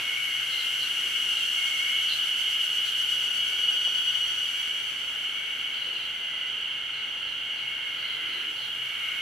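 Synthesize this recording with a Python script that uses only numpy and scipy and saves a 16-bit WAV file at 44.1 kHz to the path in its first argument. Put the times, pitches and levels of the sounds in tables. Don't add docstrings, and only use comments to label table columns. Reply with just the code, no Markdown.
import sys
import numpy as np
from scipy import signal
from scipy.fft import rfft, irfft, next_fast_len
from scipy.io import wavfile

SR = 44100
rng = np.random.default_rng(int(sys.argv[2]) if len(sys.argv) > 2 else 0)


def to_wav(sig):
    pcm = np.clip(np.atleast_2d(sig), -1, 1) * 32767
    pcm = np.round(pcm).astype(np.int16)
    wavfile.write(sys.argv[1], SR, pcm.T)


N = 406161
T = np.arange(N) / SR


def undb(db):
    return 10 ** (np.asarray(db) / 20)


def unit(x):
    return x / np.sqrt(np.mean(x ** 2))


def curve(rows, axis=1):
    rows = np.array(rows)
    return np.interp(T, rows[:, 0], rows[:, axis])


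def walk(rate):
    points = rng.standard_normal(N // 8)
    return 1.2 * np.interp(T * rate, np.arange(len(points)), points)


def cycle(hz):
    return 2 * np.pi * np.cumsum(hz) / SR


def spread(pair, side_db):
    middle, side = pair
    return middle + undb(side_db) * side * np.array([[1], [-1]])


def noise(gain, side_db):
    size = next_fast_len(N, real=True)
    hz = np.maximum(np.fft.rfftfreq(size, 1 / SR), 1)
    spectrum = rfft(rng.standard_normal((2, size))) * gain(hz)
    pair = irfft(spectrum, size)[:, :N]
    return unit(spread(pair, side_db))


def coloured(points, side_db):
    hz, db = np.transpose(points)
    return noise(lambda f: undb(np.interp(np.log(f), np.log(hz), db, left=-60, right=-60)), side_db)


def band(hz, width_hz, side_db):
    return noise(lambda f: 1 / (1 + ((f - hz ** 2 / f) / width_hz) ** 2), side_db)


def swell(start, length, edge):
    at = np.flatnonzero((T > start) & (T < start + length))
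    progress = (T[at] - start) / length
    return at, progress, np.abs(np.sin(np.pi * progress)) ** edge


def balance(db):
    return undb(db * np.array([[.5], [-.5]]))


def woods(x, t60, direct_db, side_db):
    t = T[:SR]
    echo = spread(rng.standard_normal((2, SR)), side_db) * undb(-60 * t / t60)
    echo /= np.sqrt(np.sum(echo ** 2) / 2)
    echo[:, 0] += undb(direct_db)
    echo /= np.sqrt(np.sum(echo ** 2) / 2)
    lead_in = np.pad(x, (SR // 2, 0), mode="reflect")
    return signal.fftconvolve(lead_in[None], echo, axes=1)[:, SR // 2:SR // 2 + N]


BODY_LEVELS = [-25.5, 2.5, -19.5, -23]


def cicada(hz, throb, stroke_hz, jitter, waver, dull_db,
           stroke_depth=0.48, stroke_bend=0.032, throb_db=1.0, throb_bend=0.0033):
    stroke = np.cos(cycle(stroke_hz * (1 + .09 * walk(120))))
    uneven = jitter * walk(700) + waver * walk(40)
    ribs = cycle(hz * (1 + stroke_bend * stroke + uneven + throb_bend * throb))
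    turn, partial, tone = np.exp(1j * ribs), 1, 0
    for k, db in enumerate(BODY_LEVELS):
        partial = partial * turn
        leaf_loss_db = dull_db * max(k - 1, 0)
        tone = tone + undb(db - leaf_loss_db) * partial.imag
    loudness = undb(throb_db * throb + 1.6 * walk(110))
    return unit(tone * (1 + stroke_depth * stroke) * loudness)


# time_s, throb_rate_hz
PUMPING = [(0.0, 8.39), (0.6, 10.02), (1.2, 8.42), (3.6, 8.19), (4.8, 10.33), (5.2, 7.99)]
THROB_START = -.067


def near_throb():
    return np.cos(cycle(curve(PUMPING)) + 2 * np.pi * THROB_START)


# time_s, click_rate_hz, level_db (before the wood's echo)
FIRST_SINGER = [(0, 1414, -35), (1.5, 1418, -30.5), (2.1, 1424, -44), (2.8, 1443, -37), (5.2, 1420, -39)]
SECOND_SINGER = [(0, 1474, -34), (1.9, 1473, -34), (3, 1470, -29.7), (4, 1475, -24.8), (5.2, 1486, -37),
                 (9.2, 1480, -43)]


def near_cicadas(throb):
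    first = cicada(curve(FIRST_SINGER), throb, stroke_hz=280, jitter=.014, waver=.006, dull_db=4)
    second = cicada(curve(SECOND_SINGER), throb, stroke_hz=288, jitter=.010, waver=.0045, dull_db=1)
    first = first * undb(curve(FIRST_SINGER, axis=2))
    second = second * undb(curve(SECOND_SINGER, axis=2))
    return woods(first + second, t60=.25, direct_db=0, side_db=-5)


# time_s, level_db
CHORUS_LEVEL = [(0, -34), (2, -27.5), (4, -32), (5.5, -33.5), (9.2, -33)]
CHORUS_CLICK_RATES = [1385, 1412, 1435, 1454, 1461, 1487, 1486, 1493.5, 1545]
THROB_HZ = 8.6


def chorus():
    song = 0
    for hz in CHORUS_CLICK_RATES:
        throb_rate = THROB_HZ * (1 + 0.1202 * walk(1.5))
        throb = np.cos(cycle(throb_rate) + rng.uniform(0, 2 * np.pi))
        pitch = hz * (1 + .003 * walk(1.2))
        song = song + cicada(pitch, throb, stroke_hz=263.3, jitter=.017, waver=.006, dull_db=5.0)
    song = woods(unit(song), t60=.6, direct_db=-7, side_db=-5.5)
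    return song * undb(curve(CHORUS_LEVEL))


PULSING_S, PULSING_WIDTH_S, PULSING_DB = 2.8, 0.77, 3


def pulsing(throb):
    return PULSING_DB * throb / (1 + ((T - PULSING_S) / PULSING_WIDTH_S) ** 2)


# time_s, relative level_db
RASP_LEVEL = [(0.0, -50.5), (1.69, -45), (2.02, -48), (4.53, -49.5), (5.79, -58), (7.89, -60), (9.2, -57.5)]
# centre_hz, width_hz, relative level_db
BODY_RESONANCES = [(4380, 530, -2), (5936, 710, 1.5), (7500, 810, -2.5), (8990, 870, -6),
                   (10450, 650, -10.5), (11860, 500, -18)]
RASP_DB = 2


def rasp(throb):
    ring = sum(undb(db) * band(hz, width, side_db=-2.5) for hz, width, db in BODY_RESONANCES)
    strokes = 1 + 0.17 * np.cos(cycle(283 * (1 + 0.0534 * walk(60))))
    return unit(ring) * strokes * undb(RASP_DB + curve(RASP_LEVEL) + pulsing(throb))


# time_s, relative level_db
SIZZLE_LEVEL = [(0.0, -52.5), (1.1, -51.5), (3.18, -51.5), (3.28, -53.5), (4.59, -55.5), (4.79, -58),
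                (7.02, -65.5), (9.2, -57.5)]
# frequency_hz, relative level_db
SIZZLE_TONE = [(3500, 3.5), (5200, 0.5), (6100, 1), (6830, -4), (7550, -1), (8380, -7.5), (9000, -6.5),
               (9750, -1.5), (10500, 0.5), (11900, -0.5), (13700, -7), (14500, -13), (15500, -16)]
SIZZLE_DB = 5


def sizzle(throb):
    level_db = SIZZLE_DB + curve(SIZZLE_LEVEL) + 0.32 * pulsing(throb) + 0.26 * walk(9)
    return coloured(SIZZLE_TONE, side_db=-5.0) * undb(level_db)


# time_s, relative level_db
FAR_LEVEL = [(0.0, -44), (4.25, -46), (4.66, -46), (7.51, -47.5), (8.43, -43.5), (8.56, -48.5), (9.2, -43)]
# frequency_hz, relative level_db
FAR_TONE = [(1000, -22), (1150, -12.5), (1280, -3), (1420, 1), (1650, 0), (1850, -6), (2150, 6),
            (2400, -1.5), (2900, 1), (3400, -13), (3750, -11.5), (4350, -13.5), (5100, -39)]
FAR_DB = 6


def far_insects():
    return coloured(FAR_TONE, side_db=-6.5) * undb(FAR_DB + curve(FAR_LEVEL) + 0.18 * walk(8.6))


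# start_s, length_s, middle pitch_hz, peak level_db (before the wood's echo)
WHISTLE_NOTES = [(0, .44, 2208, -29.5), (.3, .42, 2125, -38), (.92, .38, 2215, -38),
                 (1.5, .54, 2195, -27.5), (2.2, .5, 2175, -38), (3.35, .29, 2243, -38),
                 (4.4, .58, 2258, -40), (5.1, .75, 2235, -37), (6.08, .47, 2025, -44), (6.6, .6, 2190, -40),
                 (7.35, .85, 2185, -37.5), (7.95, .47, 2055, -42), (8.75, .45, 2252, -38.5),
                 (8.95, .4, 2160, -33.5)]
WHISTLE_FULL_HZ, WHISTLE_SAG = 2213, 0.432


def whistles():
    out = np.zeros(N)
    quaver = 1 + .011 * walk(400) + .007 * walk(35)
    for start, length, hz, db in WHISTLE_NOTES:
        at, progress, shape = swell(start, length, edge=0.53)
        pitch = hz + WHISTLE_SAG * (WHISTLE_FULL_HZ - hz) * (.5 - progress)
        out[at] += undb(db) * shape * np.sin(cycle(pitch * quaver[at]))
    return woods(out, t60=.3, direct_db=1, side_db=-4)


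# start_s, length_s, peak level_db (before the wood's echo)
CHIP_NOTES = [(0.491, .076, -37), (0.57, 0.058, -34.5), (0.795, 0.057, -35.5), (1.343, 0.056, -40),
              (2.079, 0.067, -30), (2.84, .059, -40), (5.728, 0.17, -45), (5.891, 0.18, -44.5),
              (6.92, 0.095, -46), (7.248, 0.092, -47), (7.556, 0.0608, -45), (7.959, 0.21, -44),
              (8.26, .17, -44.5), (8.55, 0.13, -43)]
CHIP_HZ = 4147


def bird():
    out = np.zeros(N)
    harsh = 1 + 0.0634 * walk(1100)
    for start, length, db in CHIP_NOTES:
        at, progress, shape = swell(start, length, edge=0.4)
        pitch = CHIP_HZ * (1 + 0.084 * (.5 - progress))
        out[at] += undb(db) * shape * np.sin(cycle(pitch * harsh[at]))
    return woods(out, t60=0.33, direct_db=-3.0, side_db=0.5)


# frequency_hz, relative level_db
RUMBLE_TONE = [(20, -10), (45, -9), (80, -4.5), (160, -5.5), (300, -5.5), (500, -24)]
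AIR_TONE = [(140, -7.5), (250, -2), (400, 1.5), (750, -0.5), (950, 2.5), (1150, -5), (2000, -7.5),
            (5000, -11.5)]
# centre_hz, width_hz, level_db
HUM_BANDS = [(49.4, 5.9, -70), (129.7, 6.8, -67.5), (864, 21, -68.5)]
# start_s, length_s, centre_hz, width_hz, level_db
LOW_SWELLS = [(.85, 0.53, 332, 300, -59), (3.4, 0.43, 450, 500, -58.5), (5.83, .18, 390, 220, -57.5),
              (8.215, 0.35, 350, 160, -55.5)]
# start_s, length_s, centre_hz, width_hz, level_db
SMALL_TICK = (3.869, .017, 700, 1300, -45)


def ground():
    bass = coloured(RUMBLE_TONE, side_db=-42) * undb(-63.5)
    air = coloured(AIR_TONE, side_db=-9) * undb(-53.5 + 0.29 * walk(4.3))
    hum = sum(band(hz, width, side_db=-17) * undb(db) for hz, width, db in HUM_BANDS)
    out = bass + air + hum
    for start, length, hz, width, db in LOW_SWELLS + [SMALL_TICK]:
        at, _, shape = swell(start, length, edge=0.3)
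        out[:, at] += undb(db) * shape * band(hz, width, side_db=-24)[:, at]
    return out


# time_s, left minus right level_db
SONG_PAN = [(0, .8), (1.7, .8), (2.2, -.5), (9.2, -1.9)]


def scene():
    throb = near_throb()
    song = (near_cicadas(throb) + chorus()) * balance(curve(SONG_PAN))
    treble = (rasp(throb) + sizzle(throb)) * balance(0.92)
    return song + treble + far_insects() + whistles() + bird() + ground()


TOP_HZ = 15600


def record(dry):
    return signal.sosfilt(signal.ellip(10, .2, 80, TOP_HZ, fs=SR, output="sos"), dry)


dry = scene()
out = record(dry)
to_wav(out)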